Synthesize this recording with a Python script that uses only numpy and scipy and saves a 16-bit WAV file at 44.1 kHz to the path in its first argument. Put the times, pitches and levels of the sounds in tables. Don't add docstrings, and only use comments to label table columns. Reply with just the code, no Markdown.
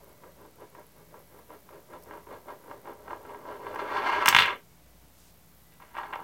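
import sys
import numpy as np
from scipy import signal
from scipy.fft import rfft, irfft, next_fast_len
from scipy.io import wavfile

SR = 44100
rng = np.random.default_rng(int(sys.argv[2]) if len(sys.argv) > 2 else 0)


def to_wav(s):
    ch = np.atleast_2d(s).T
    pcm = np.round(np.clip(ch, -1, 1) * 32767)
    wavfile.write(sys.argv[1], SR, pcm.astype(np.int16))


def ratio_of_db(decibels):
    return 10 ** (np.asarray(decibels, float) / 20)


N = 274743
SIZE = next_fast_len(N + SR)
HZ = np.arange(SIZE // 2 + 1) * SR / SIZE + 1e-3
T_S = np.arange(N) / SR

# (frequency [Hz], density [dB per Hz])
AIR_SPECTRUM = [(20, -40), (50, -14.5), (90, -11.5), (170, -9.5), (300, -19), (600, -18.5), (2200, -28.5),
                (9800, -31.5)]
# (frequency [Hz], density [dB per Hz])
HISS_SPECTRUM = [(9800, -9.5), (11500, -2), (16000, -6)]
# (frequency [Hz], level [dB rms], width [Hz])
FRIDGE_LINES = [(59.2, -67, 2.5), (163.5, -70.5, 8.8), (306, -76, 3.6), (720, -81, 2.3), (1990, -79, 3.0),
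                (2191, -82.5, 3.0), (2280, -84, 2.7)]
# (time [s], rate [ticks per s], level [dB])
TICK_TRAIN = [(0.0, 21.03, -49.5), (0.8, 21.03, -47), (1.0, 58, -51), (3.8, 57.5, -50), (4.3, 58, -56.5),
              (6.23, 58, -50)]
# (time [s], peak [dB])
LOUD_TICKS = [(0.044, -42.5), (0.0919, -45), (1.388, -44), (2.025, -45), (2.037, -42), (2.6887, -47),
              (3.7478, -42), (4.5587, -45)]
# (time [s], level [dB])
SLEEVE_RUSTLE = [
    (5.08, -84),
    (5.194, -64.5),
    (5.298, -64),
    (5.336, -88),
    (5.376, -80.5),
    (5.38, -75),
]
# (delay [s], gain [signed ratio])
EDGE_ECHOES = [(.00155, -0.37), (.0037, 0.4), (.0055, -.25), (.0070, -0.091)]
# (frequency [Hz], width [Hz], boost [dB], negative for the dip)
COUNTER_COLOUR = [(720, 150, 5), (944, 77, 13), (1222, 90, 8.5), (1315, 24, 5.5), (1628, 100, 3),
                  (1880, 41, 4), (2170, 120, 3.5), (2847, 230, 4.5), (3330, 150, 6), (3620, 150, -2.5),
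                  (3950, 160, 6.5), (4558, 150, 4.5)]
# (frequency [Hz], width [Hz], level [dB])
SLAB_MODES = [(252, 680, -11), (425, 96, 3.5), (576, 84, 2.5), (665, 160, -3)]
# (frequency [Hz], width [Hz], level [dB])
CABINET_MODES = [(88, 60, -4.5), (138, 80, 0.5), (260, 77, -6)]
# (frequency [Hz], width [Hz], boost [dB])
CLACK_MODES = [(4980, 900, 12.5), (6105, 600, 4.5), (7960, 500, 7), (12600, 710, 6), (15500, 2800, 4.5)]
# (frequency [Hz], width [Hz], boost [dB])
CHATTER_MODES = [(2950, 200, 19.5), (3450, 250, 6), (4500, 440, 12.5), (6200, 500, 5)]
# (time [s], peak [dB])
CLACKS = [(2.025, -46), (2.031, -60), (2.034, -44), (2.037, -52), (2.04, -49), (2.045, -55), (3.747, -42),
          (3.76, -41), (3.792, -51), (4.259, -11.5), (4.2743, -11), (4.2853, -9.5), (4.2864, -4.5),
          (4.2875, -4), (4.2905, -16.5), (4.2962, -15), (4.308, -25.5), (4.3482, -33), (4.365, -34),
          (4.387, -36), (4.3905, -31.5), (4.422, -31.5), (4.46, -30), (5.975, -44), (5.988, -41),
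          (6.116, -52), (6.134, -52), (6.156, -44)]
# (time [s], force [dB])
LEAN = [(0.0, -78), (1.6, -73), (2.9, -59.5), (3.6, -51.5), (3.78, -40.5), (3.795, -26), (3.83, -38),
        (3.885, -33), (3.945, -28.5), (3.975, -23.5), (4.003, -31.5), (4.055, -25.5), (4.07, -21),
        (4.115, -27), (4.13, -21.5), (4.2, -28), (4.22, -23), (4.25, -30)]
# (peak time [s], force [dB], length [s])
WOBBLES = [(0.043, -61, 0.38), (0.265, -56, 0.12), (0.424, -55.5, 0.15), (0.62, -51.5, 0.11),
           (0.78, -52, 0.11), (0.993, -59, 0.11), (1.163, -53, 0.12), (1.363, -54.5, 0.14),
           (1.531, -48.5, 0.082), (1.746, -51.5, 0.13), (1.941, -45.5, 0.1), (2.131, -45, 0.15),
           (2.326, -42.5, .12), (2.505, -41.5, 0.1), (2.708, -46, 0.13), (2.892, -44, 0.11),
           (3.12, -43, 0.15), (3.31, -45, 0.17), (3.506, -41, 0.17), (3.672, -42, 0.21)]
# (time [s], hardness [octaves])
ROLL_HARDNESS = [
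    (0.0, 1.53),
    (1.8, 1.53),
    (2.4, 1.44),
    (3.6, 1.37),
    (3.9, 1.65),
    (4.25, 1.94),
]
# (time [s], peak [dB])
SKIDS = [(0.236, -40), (0.452, -44), (0.75, -40), (0.782, -50), (1.142, -41.5), (1.39, -46), (1.504, -39),
         (1.537, -46), (1.69, -39), (1.934, -39), (2.11, -33.5), (2.139, -45), (2.174, -40.5), (2.27, -40),
         (2.307, -44), (2.484, -34.5), (2.713, -29.5), (2.856, -37), (2.875, -33.5), (3.08, -32),
         (3.107, -28), (3.131, -30.5), (3.251, -37), (3.295, -41), (3.346, -31), (3.454, -37),
         (3.488, -30.5), (3.667, -26), (3.742, -30), (3.759, -24)]
# (time [s], peak [dB], hardness [octaves])
RIM_KNOCKS = [(4.2592, -3.5, 2.35), (4.2636, -8, 2.16), (4.2814, 3, 2.38), (4.2855, -13, 3),
              (4.2898, -7, 2.2), (4.3268, -4.5, 2.3), (4.3366, -15, 2.3), (4.3482, 4, 2.64),
              (4.365, 4, 2.64), (4.377, -15, 6.5), (4.387, 3, 2.78), (4.3903, -6, 4.7), (4.399, -3.5, 2.5),
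              (4.405, -8.5, 4.5), (4.4085, -14.5, 1.6), (4.413, -30.5, 2.7), (4.418, -26, 4.2),
              (4.4223, -3, 2.8), (4.433, -13, 3), (4.445, -26, 4.1), (4.458, -14.5, 2.7),
              (4.466, -19, 2.25)]
# (time [s], force [dB], hardness [octaves])
ROCKING = [
    (4.27, -27, 1.9),
    (4.32, -30.5, 1.8),
    (4.401, -26.5, 3.1),
    (4.451, -25.5, 2.6),
    (4.49, -24.5, 2.19),
    (4.53, -35, 2.37),
    (4.57, -52.5, 2.5),
    (4.62, -70, 1.8),
    (4.68, -90, 1.6),
]
# (time [s], force [dB], hardness [octaves])
DRAG = [
    (5.7, -85, 2.3),
    (5.73, -69, 2.9),
    (5.785, -67, 1),
    (5.82, -51, 1.94),
    (5.935, -59, 1.9),
    (5.95, -38, 1.65),
    (6.05, -38, 1.4),
    (6.11, -46.5, 1.5),
    (6.195, -43, 1.04),
]
# (time [s], peak [dB], hardness [octaves])
NUDGES = [(5.721, -48.5, 3.1), (5.737, -57, 2.1), (5.8, -41, 1.4), (5.821, -36, 2), (5.946, -53, 1.4),
          (5.951, -39, 1.6), (5.967, -21.5, 1.2), (5.9794, -26.5, 3.1), (5.9833, -19.5, 1.03),
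          (5.995, -29, 0.7), (6.0118, -28, 1.3), (6.032, -22, 1.3), (6.041, -34, 0.81), (6.106, -39, 1.5),
          (6.126, -19, 1.3), (6.133, -25.5, 1.2), (6.1353, -12.5, 2.0), (6.139, -35, 3.3),
          (6.157, -20, 2.1), (6.188, -72, 0.81), (6.191, -26.5, 0.92)]

SOFTEST_HZ = 500
HARDNESS_OCTAVES = np.arange(0, 3.6, .5)


def unit_rms(x):
    return x / np.sqrt(np.mean(x ** 2) + 1e-20)


def in_time(rows):
    s, *columns = np.transpose(rows)
    return [np.interp(T_S, s, c) for c in columns]


def sample_at(rows):
    return (np.array(rows)[:, 0] * SR).astype(int)


def through(x, response):
    return irfft(rfft(x, SIZE) * response, SIZE)[:N]


def noise_through(response):
    return unit_rms(through(rng.standard_normal(N), response))


def clicks(rows):
    out = np.zeros(N)
    np.add.at(out, sample_at(rows), ratio_of_db(np.array(rows)[:, 1]))
    return out


def burst(rows, rise_s, fall_s):
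    swell = clicks(rows) + 1e-18
    for s in rise_s, fall_s:
        keep = np.exp(-1 / (s * SR))
        swell = signal.lfilter([1 - keep], [1, -keep], swell)
    return swell * (rise_s + fall_s) * SR


def resonances(modes):
    out = 1
    for hz, width_hz, boost_db in modes:
        damp = 1j * HZ * width_hz
        stiff = hz ** 2 - HZ ** 2
        out = out * (stiff + damp * ratio_of_db(boost_db)) / (stiff + damp)
    return out


def low_pass(hz):
    s = 1j * HZ / hz
    return 1 / ((1 + .77 * s + s * s) * (1 + 1.85 * s + s * s))


def room_tone(split_hz):
    air_db, hiss_db, wander_db = -60.5, -66.5, 1.0
    spectra = []
    for table in AIR_SPECTRUM, HISS_SPECTRUM:
        hz, db = np.transpose(table)
        spectra.append(ratio_of_db(np.interp(np.log(HZ), np.log(hz), db)))
    air = noise_through(spectra[0] * (HZ < split_hz))
    hiss = noise_through(spectra[1] * (HZ >= split_hz) * (HZ < 16000))
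    wander = noise_through(1 / (1 + HZ ** 2))
    hum = 0
    for hz, db, width_hz in FRIDGE_LINES:
        hum = hum + ratio_of_db(db) * noise_through(1 / (1 + (2 * (HZ - hz) / width_hz) ** 2))
    return ratio_of_db(air_db) * air + ratio_of_db(hiss_db + wander_db * wander) * hiss + hum


def ticks(low_hz):
    first_s, spread_db, jitter_s = .0345, 2, 0.0024
    per_s, db = in_time(TICK_TRAIN)
    turns = np.cumsum(per_s) / SR - first_s * per_s[0]
    at = np.flatnonzero(np.diff(np.floor(turns)))
    late, loud = rng.standard_normal((len(at), 2)).T
    jittered = at / SR > TICK_TRAIN[1][0]
    s = np.clip(at / SR + jitter_s * late * jittered, 0, (N - 1) / SR)
    rows = list(zip(s, db[at] + spread_db * loud)) + list(LOUD_TICKS)
    band = signal.butter(4, [low_hz, 15700], "band", fs=SR, output="sos")
    return ratio_of_db(3.0) * signal.sosfilt(band, burst(rows, .0002, 0.00059) * rng.standard_normal(N))


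def sleeve():
    band = signal.butter(2, [2400, 10000], "band", fs=SR, output="sos")
    before, after = (SLEEVE_RUSTLE[0][0] - .02, -110), (SLEEVE_RUSTLE[-1][0] + .02, -110)
    level_db = in_time([before] + list(SLEEVE_RUSTLE) + [after])[0]
    return ratio_of_db(level_db) * unit_rms(signal.sosfilt(band, rng.standard_normal(N)))


def kitchen(near_t60_s, near_db, near_hz, t60_s, wet_db, dull_hz):
    t = np.arange(SR) / SR
    tails = []
    for decay_s, start_s in (near_t60_s, .001), (t60_s, .008):
        tail = rng.standard_normal(SR) * ratio_of_db(-60 * t / decay_s) * np.clip(t / start_s - 1, 0, 1)
        tails.append(rfft(tail / np.sqrt(np.sum(tail ** 2)), SIZE) / (1 + 1j * HZ / dull_hz))
    s = 1j * HZ / near_hz
    return 1 + ratio_of_db(near_db) * tails[0] * (s / (1 + s)) ** 2 + ratio_of_db(wet_db) * tails[1]


def echoes():
    return 1 + sum(gain * np.exp(-2j * np.pi * HZ * s) for s, gain in EDGE_ECHOES)


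def counter(blows, grains, hardness, cut_hz):
    board = resonances(COUNTER_COLOUR) * low_pass(cut_hz) * echoes()
    out = 0
    for octave in HARDNESS_OCTAVES:
        s = 1j * HZ / (SOFTEST_HZ * 2 ** octave)
        response = -s ** 3 / (1 + s) ** 8 * board
        pulse = irfft(response, SIZE)
        share = np.clip(1 - 2 * np.abs(hardness - octave), 0, 1)
        force = blows / np.max(np.abs(pulse)) + grains / np.sqrt(np.sum(pulse ** 2))
        out = out + rfft(share * force, SIZE) * response
    return out


def slab(force, modes):
    response = 0
    for k, (hz, width_hz, db) in enumerate(modes):
        damp = 1j * HZ * width_hz
        response = response + (-1) ** k * ratio_of_db(db) * damp / (hz ** 2 - HZ ** 2 + damp)
    return rfft(force, SIZE) * response / np.sqrt(np.sum(irfft(response, SIZE) ** 2))


def steel(splash, modes, low_hz, high_hz):
    s = 1j * HZ / low_hz
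    response = (s / (1 + s)) ** 2 / (1 + 1j * HZ / high_hz) ** 2 * resonances(modes)
    return rfft(splash, SIZE) * response / np.max(np.abs(irfft(response, SIZE)))


def clacks():
    splash = ratio_of_db(-18.0) * burst(CLACKS, 0.00017, 0.00031)
    sizzle = ratio_of_db(-45.5) * burst(RIM_KNOCKS, .0003, 0.01)
    force = clicks(CLACKS) + (splash + sizzle) * rng.standard_normal(N)
    return steel(force, CLACK_MODES, low_hz=3500, high_hz=19000)


def spin():
    rise_share, drop_db, squareness = 0.48, 14, 1.68
    power = ratio_of_db(2 * in_time(LEAN)[0])
    for s, db, length_s in WOBBLES:
        half_s = length_s * np.where(T_S < s, rise_share, 1 - rise_share)
        away = np.minimum(np.abs(T_S - s) / half_s, 5)
        power = power + ratio_of_db(2 * (db - drop_db * away ** squareness))
    return 10 * np.log10(power)


def contact():
    rumble_ref_db, follows, ceiling_db = -46.5, 0.82, -39
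    side_db, held_db = -3, -10
    late_db, late_hardness = in_time(list(ROCKING) + list(DRAG))
    spinning = T_S < LEAN[-1][0]
    hardness = np.where(spinning, in_time(ROLL_HARDNESS)[0], late_hardness)
    force_db = np.where(spinning, spin(), late_db)
    free_db = rumble_ref_db + follows * (force_db + 45.5)
    rumble_db = -10 * np.log10(ratio_of_db(-2 * free_db) + ratio_of_db(-2 * ceiling_db))
    rumble_db = rumble_db + side_db * ~spinning + held_db * (T_S > DRAG[0][0])
    return force_db, rumble_db, hardness


def small_skids(force_db):
    per_s, above_db, spread_db = 37, -0.5, 6.5
    gap, size = rng.random((200, 2)).T
    s = np.cumsum((.4 + 1.2 * gap) / per_s)
    at = np.minimum(s * SR, N - 1).astype(int)
    db = force_db[at] + above_db + spread_db * (4 * size - 2)
    return [row for row in zip(s, db) if row[0] < SKIDS[-1][0]]


def top(per_s, uneven_db, spread_octaves, thud_db):
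    rattle_db, rumble_db, hardness = contact()

    size_db = uneven_db * np.minimum(rng.exponential(1, N), 4)
    crowd = ratio_of_db(.4 * np.clip(rattle_db + 40.5, 0, 25))
    born = (rng.random(N) < crowd * per_s / SR) * rng.choice([-1, 1], N)
    grains = unit_rms(born * ratio_of_db(size_db) / np.sqrt(crowd))
    harder = spread_octaves * (rng.exponential(1, N) - 1) * (born != 0)
    grains = grains * ratio_of_db(-7.0 * harder)

    hardness = hardness + harder
    struck = list(RIM_KNOCKS) + list(NUDGES)
    hardness[sample_at(struck)] = np.array(struck)[:, 2]
    hardness = np.clip(hardness, 0, HARDNESS_OCTAVES[-1])

    skids = list(SKIDS) + small_skids(rattle_db)
    scrape = ratio_of_db(-11.5) * burst(SKIDS, 0.00054, 0.0029) + ratio_of_db(-9.5) * burst(NUDGES, 0.00044, 0.0038)
    knocks = clicks(RIM_KNOCKS)
    blows = ratio_of_db(0.44) * clicks(skids) + knocks + ratio_of_db(-7.5) * clicks(NUDGES)
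    rattle = counter(blows, (ratio_of_db(rattle_db - 2.5) + scrape) * grains, hardness, cut_hz=3210)

    rumble = slab(ratio_of_db(rumble_db + 0.5) * grains, SLAB_MODES)
    thud = slab(ratio_of_db(thud_db) * knocks + ratio_of_db(0.73 * rumble_db - 27.0) * grains, CABINET_MODES)
    chatter = steel(ratio_of_db(1.376 * rattle_db - 22.5) * grains, CHATTER_MODES, low_hz=2510, high_hz=2800)
    return rattle + rumble + thud + chatter


def scene():
    contacts = top(per_s=2200, uneven_db=3.0, spread_octaves=0.36, thud_db=-15) + clacks()
    room = kitchen(near_t60_s=0.021, near_db=-2.5, near_hz=1797, t60_s=0.15, wet_db=-8.5, dull_hz=8000)
    heard = irfft(contacts * room, SIZE)[:N]
    return (heard + ticks(low_hz=10000) + sleeve() + room_tone(split_hz=9800))[None]


def top_cut(x):
    return signal.sosfilt(signal.butter(12, 16820, fs=SR, output="sos"), x)


def record(dry):
    offset = -.0008
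    treble_cut = signal.ellip(10, .5, 60, 16250, fs=SR, output="sos")
    flat = dry / (1 + dry ** 12) ** (1 / 12)
    return top_cut(signal.sosfilt(treble_cut, flat) + offset)


dry = scene()
out = record(dry)
to_wav(out)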